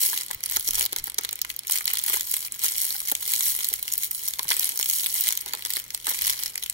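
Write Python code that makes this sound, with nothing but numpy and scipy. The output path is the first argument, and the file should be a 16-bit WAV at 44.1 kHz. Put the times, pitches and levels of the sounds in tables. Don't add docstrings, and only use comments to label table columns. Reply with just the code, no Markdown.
import sys
import numpy as np
from scipy import signal
from scipy.fft import rfft, irfft, next_fast_len
from scipy.io import wavfile
from scipy.ndimage import uniform_filter1d

SR = 44100
rng = np.random.default_rng(int(sys.argv[2]) if len(sys.argv) > 2 else 0)


def inscribe(sig):
    pcm = np.round(np.clip(np.atleast_2d(sig).T, -1, 1) * 32767)
    wavfile.write(sys.argv[1], SR, pcm.astype(np.int16))


N = 296799
TIME = np.arange(N) / SR
TOP_HZ = 15800

# frequency in Hz, relative level in dB.
RUMBLE_TONE = [(30, -13), (55, 3), (80, -11), (160, -10.5), (450, -13), (700, -19.5), (2000, -15),
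               (15000, -79)]
# moment of most strain in seconds, build-up in seconds,
# letting go in seconds, relative level in dB, dullness in dB (higher sounds duller).
SQUEEZES = [(0.03, 0.065, 0.11, -19, -15.5), (0.181, 0.078, 0.057, -28.5, -5.5),
            (0.321, 0.073, 0.079, -39, -4), (.455, 0.037, 0.054, -37, -4),
            (0.563, 0.065, 0.0074, -23.5, -8), (.687, 0.11, 0.013, -30.5, -15.5),
            (.823, 0.11, 0.03, -23.5, -9.5), (.991, 0.022, 0.013, -34, -3), (1.07, 0.03, 0.01, -31.5, -8),
            (1.249, 0.055, 0.013, -36.5, 3), (1.382, 0.022, 0.013, -39, -1.5),
            (1.5, 0.015, 0.029, -34.5, -12), (1.734, 0.036, 0.071, -25, -9),
            (1.877, 0.016, 0.11, -28.5, -2.5), (2.147, 0.12, 0.047, -23.5, -9),
            (2.355, 0.14, 0.045, -26.5, -16), (2.463, 0.12, 0.016, -30, -13.5),
            (2.541, 0.016, 0.025, -33.5, -9), (2.644, 0.035, 0.072, -21.5, -10),
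            (2.84, 0.15, 0.19, -24, -15.5), (3.089, 0.022, 0.019, -24.5, -8.5),
            (3.315, 0.1, 0.064, -24, -13), (3.49, 0.14, 0.064, -20.5, -17.5),
            (3.63, 0.13, 0.19, -29, -11.5), (3.949, 0.11, 0.035, -32, -12.5),
            (4.041, 0.047, 0.032, -24, -16), (4.14, 0.023, 0.063, -30, -23),
            (4.244, 0.091, 0.13, -30.5, -13), (4.439, 0.0583, 0.028, -36, -7.5),
            (4.513, 0.032, 0.05, -23.5, -7), (4.635, 0.055, 0.087, -24.5, -9.5),
            (4.98, 0.2, 0.16, -23.5, -17), (5.18, 0.064, 0.083, -24.3, -13.5),
            (5.26, 0.05, 0.087, -25, -7.5), (5.42, 0.042, 0.05, -38, -10), (5.489, 0.077, 0.11, -38, 0),
            (5.766, 0.15, 0.053, -30.5, -7.5), (5.95, 0.066, 0.07, -39.5, -10),
            (6.088, 0.035, 0.094, -25, -9.5), (6.293, 0.12, 0.053, -24, -8),
            (6.459, 0.14, 0.04, -29.5, -6.5), (6.628, 0.062, 0.2, -39, -10)]
# frequency in Hz, relative level in dB.
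FILM_TONE = [(100, -40.5), (280, -30), (500, -16.5), (700, -18.5), (950, -12.5), (1300, -7), (1800, -12.5),
             (2100, -1), (2700, -4), (3500, -2), (5000, -3), (8000, -2.5), (10000, 0.5), (15000, 0)]
# start in seconds, end in seconds, level in dB.
RUBS = [(.02, 0.205, -53), (0.734, 0.88, -47), (4.392, 4.943, -55), (5.397, 5.64, -53.5)]
# time in seconds, relative level in dB, dullness in dB.
SNAPS = [(0.0619, -14.0, -27), (0.2104, -22.0, 0), (0.3112, -19.5, -12), (0.346, -23.5, -17),
         (0.4372, -18.5, -9), (0.4595, -19.0, -12), (0.5121, -19.0, -8), (0.5612, -18.0, -21),
         (0.5686, -14.0, -13), (0.5961, -19.5, -20), (0.6083, -24.0, -15), (0.6758, -18.5, -15),
         (0.6808, -17.0, -21), (0.6875, -16.0, -13), (0.7081, -15.5, -24), (0.746, -21.0, -10),
         (0.7538, -17.0, -10), (0.7951, -15.5, -24), (0.8092, -15.5, 4), (0.8527, -16.0, -8),
         (0.8612, -17.0, -13), (0.9241, -24.5, -8), (0.9293, -19.0, -5), (0.9619, -17.0, -5),
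         (0.9853, -22.5, -7), (1.0407, -19.5, -20), (1.0987, -23.5, -3), (1.1439, -26.5, -3),
         (1.1834, -17.0, -3), (1.1862, -14.5, -9), (1.235, -25.5, 8), (1.2485, -19.5, -3),
         (1.2906, -23.0, 8), (1.3101, -26.5, -10), (1.3288, -19.5, -2), (1.356, -26.0, -13),
         (1.4161, -14.0, -17), (1.4483, -24.0, 8), (1.5013, -22.5, -9), (1.5638, -23.0, -23),
         (1.591, -22.0, -19), (1.6705, -22.5, -12), (1.6797, -26.0, -15), (1.6971, -17.5, -1),
         (1.7101, -16.0, -19), (1.7195, -14.0, -26), (1.7226, -16.0, -17), (1.7568, -18.0, -1),
         (1.7749, -19.0, -12), (1.7847, -19.0, 2), (1.809, -23.5, 0), (1.8552, -15.5, -13),
         (1.878, -15.0, -6), (1.9351, -13.5, -23), (1.9542, -22.5, -13), (1.9713, -19.0, -8),
         (1.9846, -20.5, -10), (1.9902, -18.5, -18), (2.038, -17.0, -13), (2.0628, -16.5, -8),
         (2.083, -20.0, 4), (2.0977, -16.0, -13), (2.1361, -17.5, -12), (2.1613, -17.0, -20),
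         (2.2085, -17.0, -6), (2.3135, -15.5, -28), (2.3404, -15.0, -10), (2.3664, -17.0, -18),
         (2.5218, -22.5, -15), (2.6369, -16.5, -21), (2.7813, -17.0, -15), (2.8164, -15.5, -17),
         (3.0032, -21.0, -17), (3.0847, -18.5, -18), (3.1153, -14.0, -23), (3.1198, -15.0, -8),
         (3.1512, -16.0, -9), (3.2253, -23.0, -8), (3.3361, -12.5, -14), (3.3614, -18.0, -15),
         (3.3937, -18.0, -28), (3.4074, -16.5, -7), (3.4557, -16.5, -28), (3.5636, -18.5, -28),
         (3.5892, -21.0, -13), (3.6449, -15.5, -12), (3.6873, -14.5, -28), (3.7292, -23.5, -13),
         (3.7383, -13.0, -9), (3.8271, -18.5, -13), (3.8794, -21.0, -6), (3.9234, -18.5, -11),
         (3.9366, -14.5, -28), (3.9786, -14.5, -25), (4.1096, -21.0, -28), (4.1134, -18.5, -12),
         (4.1477, -22.0, -12), (4.2787, -20.0, -17), (4.2836, -16.0, -17), (4.3365, -22.0, -9),
         (4.3931, -16.5, -5), (4.4302, -22.0, -28), (4.4813, -23.5, -11), (4.489, -19.5, -11),
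         (4.5038, -14.5, -6), (4.5128, -19.0, 3), (4.5175, -15.0, 8), (4.5663, -16.5, -8),
         (4.595, -12.5, -19), (4.6439, -14.5, -28), (4.6911, -17.5, -11), (4.7744, -18.5, -10),
         (4.791, -18.5, -20), (4.7973, -18.0, -10), (4.8115, -18.5, -8), (4.8279, -15.5, -2),
         (4.8587, -17.0, 0), (4.8893, -17.0, -27), (4.8988, -13.5, -12), (4.911, -19.0, -5),
         (4.935, -17.0, -21), (5.061, -17.0, -9), (5.0666, -17.0, -10), (5.1414, -14.5, -28),
         (5.2088, -12.5, -28), (5.2805, -14.5, -18), (5.2879, -12.5, -20), (5.3062, -19.5, 1),
         (5.3243, -16.0, -7), (5.374, -16.5, -13), (5.4108, -23.0, -23), (5.4606, -26.0, 2),
         (5.5349, -18.0, -4), (5.5501, -24.5, -12), (5.6505, -20.0, -8), (5.6591, -23.5, -5),
         (5.7037, -18.0, -7), (5.736, -18.0, -18), (5.7682, -19.0, -3), (5.7989, -24.0, -2),
         (5.9048, -27.5, 8), (5.9468, -17.5, -14), (6.0684, -17.0, 0), (6.0927, -18.5, -14),
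         (6.2195, -16.5, -17), (6.2481, -20.5, 5), (6.2689, -15.0, -11), (6.2786, -16.0, -4),
         (6.2999, -17.0, -10), (6.435, -19.5, -18), (6.5562, -20.5, -2), (6.5779, -21.0, -7),
         (6.6259, -25.0, 3), (6.6358, -21.5, -13), (6.6608, -27.0, -4), (6.698, -16.5, -7)]
# time in seconds, relative levels in dB of the low and the high ring.
BUCKLES = [(0.129, -59, -29), (0.305, -41, -32.5), (0.568, -40, -29.5), (0.686, -38.5, -35.5),
           (0.779, -50, -33), (0.928, -33, -35), (0.963, -46, -38), (1.076, -46, -35.5),
           (1.187, -37, -29.5), (1.248, -43, -42), (2.099, -40, -32), (2.14, -33, -48), (2.166, -45, -33.5),
           (2.642, -50, -37.5), (2.951, -57, -37.5), (3.12, -31.5, -35), (3.717, -42.5, -51),
           (4.394, -40.5, -29), (4.45, -44, -39), (4.508, -42, -32), (5.464, -41, -37.5),
           (5.537, -38, -29.5), (5.658, -47, -39), (5.77, -39.5, -37), (6.077, -37, -29),
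           (6.115, -40.5, -40)]
# centre in Hz, width in Hz.
PANEL_RINGS = [(510, 440), (1250, 950)]
# start in seconds, end in seconds, level in dB.
BUMPS = [(.32, .39, -50.5), (.45, .65, -51.5), (.63, .9, -48), (.98, 1.06, -48.5), (3.28, 3.6, -59),
         (6.16, 6.37, -55.5)]
# frequency in Hz, difference in dB.
MIC_BALANCE = [(200, 0), (430, 3), (850, -2), (1050, 1.5), (1350, -4), (1800, 2.5), (2100, -2), (3200, 5.5),
               (4250, -6), (6000, 2.5), (8500, 0)]
# frequency in Hz, phase in radians.
MIC_LAG = [(250, 0), (900, -5.4), (1200, -3.3), (1500, -2.6), (2000, 1), (2650, 3.3), (3000, 5.1),
           (4700, 16.2), (5500, 18.7), (7300, 28), (10200, 39), (16000, 63)]
# frequency in Hz, spread in radians.
MIC_LAG_SPREAD = [(2500, 0), (3200, .8), (5000, 1.8), (6500, 1.0), (10000, 0)]


def undb(db):
    return 10 ** (np.asarray(db) / 20)


def unit(x):
    return x / np.sqrt(np.mean(x ** 2))


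def tone_db(points, hz):
    at, db = np.transpose(points)
    return np.interp(np.log(np.maximum(hz, 1)), np.log(at), db)


def shaped(x, gain):
    size = next_fast_len(N + SR // 10)
    hz = np.arange(size // 2 + 1) * SR / size
    return irfft(rfft(x, size) * gain(hz), size)[..., :N]


def add(track, start_s, sound):
    i = int(np.clip(start_s * SR, 0, N - 1))
    track[..., i:i + sound.shape[-1]] += sound[..., :N - i]


def room_tone(rumble_db=-60.0, hum_hz=120, hum_db=-67):
    noise = rng.standard_normal(N) + 0.24 * rng.standard_normal((2, N))
    rumble = unit(shaped(noise, lambda hz: undb(tone_db(RUMBLE_TONE, hz))))
    hum = unit(np.sin(2 * np.pi * hum_hz * TIME))
    return rumble * undb(rumble_db) + hum * undb(hum_db)


def squeezes(rest_db=-48, rest_dull_db=1, fall_db=9.5):
    power = np.full(N, undb(rest_db) ** 2)
    dullness = power * rest_dull_db
    for peak_s, build_s, release_s, db, dull_db in SQUEEZES:
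        away = np.maximum((peak_s - TIME) / build_s, (TIME - peak_s) / release_s)
        near = away < 5
        strain = undb(db - fall_db * away[near] ** 1.3) ** 2
        power[near] += strain
        dullness[near] += strain * dull_db
    return 10 * np.log10(power), dullness / power


def slackness(dull_db, turn_db=-10, width_db=3):
    return 1 / (1.5 + np.exp((turn_db - dull_db) / width_db))


def crease_ticks(dull_db, decay_ms, facet_db, hollow=0, rise_ms=0.15, apart=0.22, size=256):
    count = len(dull_db)
    hz = np.arange(size // 2 + 1) * SR / size
    noise = rng.standard_normal((count, 4, size))
    kick = size // 16
    ms = (np.arange(size) - kick) * 1000 / SR
    envelope = np.exp(np.minimum(ms / rise_ms, -ms / decay_ms))
    flutter = (noise[:, :1] + apart * noise[:, 1:3]) * envelope
    flutter[:, :, kick] += 2.5
    facet = unit(uniform_filter1d(uniform_filter1d(noise[:, 3], size=9), size=5))[:, :len(hz)]
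    body = tone_db([(500, 0.58), (2000, 0.93), (3300, 0.59), (12000, 0.019)], hz)
    db = tone_db(FILM_TONE, hz) + np.outer(dull_db + 4.5, body) + facet_db * facet - 20 * (hz > TOP_HZ)
    ring_hz = 3350 + 200 * rng.standard_normal((count, 1))
    db += hollow * slackness(dull_db)[:, None] ** 2 * np.exp(-((hz - ring_hz) / 500) ** 2)
    cepstrum = irfft(np.log(undb(db)))
    cepstrum[:, 1:size // 2] *= 2
    cepstrum[:, size // 2 + 1:] = 0
    lag = rng.standard_normal((count, 1, 1)) * np.interp(hz, *np.transpose(MIC_LAG_SPREAD))
    ringing = np.exp(rfft(cepstrum)[:, None] + 1j * lag * np.array([[.5], [-.5]]))
    ticks = irfft(ringing * rfft(flutter))
    return ticks / np.sqrt(np.sum(ticks ** 2, axis=(1, 2), keepdims=True) / 2)


def crackle(work_db, dull_db, growth=0.7, scatter_db=7.5, gain_db=2.5):
    per_second = 480 * undb(growth * (work_db + 30))
    starts = np.flatnonzero(rng.random(N) < per_second / SR)
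    chance = rng.standard_normal((len(starts), 2))
    gains = undb(scatter_db * np.minimum(chance[:, 0], 2))
    ticks = crease_ticks(dull_db[starts] + 1.3 * chance[:, 1], decay_ms=0.56, facet_db=4.0)
    out = np.zeros((2, N))
    for i, gain, tick in zip(starts, gains, ticks):
        add(out, i / SR, gain * tick)
    power = uniform_filter1d(uniform_filter1d(np.mean(out ** 2, axis=0), size=2400), size=1500)
    return out / np.sqrt(power + 0.0049 * np.mean(power)) * undb(work_db + gain_db)


def sliding(work_db, dull_db, gain_db=-1.5, apart=0.48, rough_db=2.7):
    noise = rng.standard_normal(N) + apart * rng.standard_normal((2, N))
    hiss = unit(shaped(noise, lambda hz: undb(tone_db(FILM_TONE, hz))))
    low = shaped(hiss, lambda hz: 1 / (1 + (hz / 5500) ** 4))
    low_gain = undb(dull_db + 11.0)
    hiss = (hiss + low * (low_gain - 1)) / np.sqrt(1 + np.var(low) * low_gain ** 2)
    grain = unit(uniform_filter1d(rng.standard_normal(N), size=60))
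    return hiss * undb(work_db + gain_db + rough_db * grain)


def hand_pressure(rows):
    return sum(undb(db) * np.sin(np.pi * np.clip((TIME - start) / (end - start), 0, 1))
               for start, end, db in rows)


def rubs(band_hz=(330, 1300), rough_db=0.5):
    slips = undb(rough_db * unit(uniform_filter1d(rng.standard_normal(N), size=500)))
    band = signal.butter(2, band_hz, "band", fs=SR, output="sos")
    scuff = signal.sosfilt(band, slips * rng.standard_normal(N))
    return hand_pressure(RUBS) * unit(scuff)


def snaps(gain_db=20.0, before_db=-16, before_s=0.0013, after_db=-12, after_s=0.0012):
    starts, db, dull_db = np.transpose(SNAPS)
    out = np.zeros((2, N))
    ticks = crease_ticks(dull_db, decay_ms=0.34, facet_db=3.5, hollow=6)
    for start, gain, tick in zip(starts, undb(db + gain_db), ticks):
        add(out, start, gain * tick)
    for neighbour_db, mean_lag_s in ((before_db, -before_s), (after_db, after_s)):
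        lags = mean_lag_s * rng.gamma(2, .5, size=len(starts))
        ticks = crease_ticks(dull_db, decay_ms=0.49, facet_db=4.0)
        for start, gain, tick in zip(starts + lags, undb(db + gain_db + neighbour_db), ticks):
            add(out, start, gain * tick)
    return out


def buckles(swell_s=0.0029, gain_db=-14.5, spread_octaves=0.064):
    out, t = np.zeros(N), TIME[:SR // 10]
    for start, *levels in BUCKLES:
        for (hz, width), db in zip(PANEL_RINGS, levels):
            detune = 2 ** (spread_octaves * np.tanh(rng.standard_normal()))
            edges_hz = np.array([hz - width / 2, hz + width / 2]) * detune
            push = rng.standard_normal(len(t)) * t * np.exp(-t / swell_s)
            knock = signal.sosfilt(signal.butter(2, edges_hz, "band", fs=SR, output="sos"), push)
            add(out, start - .002, unit(knock) * undb(db + gain_db))
    return out


def bumps(cutoff_hz=70):
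    rumble = signal.sosfilt(signal.butter(2, cutoff_hz, fs=SR, output="sos"), rng.standard_normal(N))
    return hand_pressure(BUMPS) * unit(rumble)


def finger_tap(start_s=4.454, hz=160, db=-39, decay_s=0.0047):
    t = np.maximum(TIME - start_s, 0)
    return np.sin(2 * np.pi * hz * t) * np.exp(-t / decay_s) * undb(db)


def microphones(x):
    def left_gain(hz):
        lag = np.interp(hz, *np.transpose(MIC_LAG))
        return undb(tone_db(MIC_BALANCE, hz) / 2) * np.exp(-1j * lag)

    right = shaped(x[1], lambda hz: undb(-tone_db(MIC_BALANCE, hz) / 2))
    return np.array([shaped(x[0], left_gain), right])


def wide_patch(x):
    mid, side = microphones([x[0], x[0]]), microphones([x[1], x[1]])
    return (mid[0] + mid[1]) / 2 + (side[0] - side[1]) / 2 * np.array([[1], [-1]])


def echoes(x, early_db=-7.5, early_s=0.0052, tail_db=-17.5, fade_s=0.49, cutoff_hz=7500, block=2048):
    dulled = signal.sosfilt(signal.butter(2, cutoff_hz, fs=SR, output="sos"), x)
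    t = TIME[:SR // 2]
    fade = np.exp(-np.log(1000) * t / fade_s)
    tail = rng.standard_normal((2, len(t))) * fade * (t > .009)
    out = signal.fftconvolve(dulled, unit(tail) * undb(tail_db) / np.sqrt(len(t)), axes=1)[:, :N]
    t = TIME[:block]
    for i in range(0, N, block):
        scatter = rng.standard_normal((2, block)) * np.exp(-t / early_s) * (t > .001)
        early = unit(scatter) * undb(early_db) / np.sqrt(block)
        add(out, i / SR, signal.fftconvolve(dulled[:, i:i + block], early, axes=1))
    return out


def scene():
    work_db, dull_db = squeezes()
    slide_share = 0.78 - 0.53 * slackness(dull_db)
    sizzle = np.sqrt(slide_share) * sliding(work_db, dull_db)
    crinkle = snaps() + np.sqrt(1 - slide_share) * crackle(work_db, dull_db) + buckles() + rubs()
    wrapper = microphones(crinkle) + wide_patch(sizzle) + echoes(crinkle)
    return wrapper + bumps() + finger_tap() + room_tone()


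def record(dry):
    return signal.sosfilt(signal.ellip(8, .2, 70, TOP_HZ, fs=SR, output="sos"), np.tanh(dry))


dry = scene()
out = record(dry)
inscribe(out)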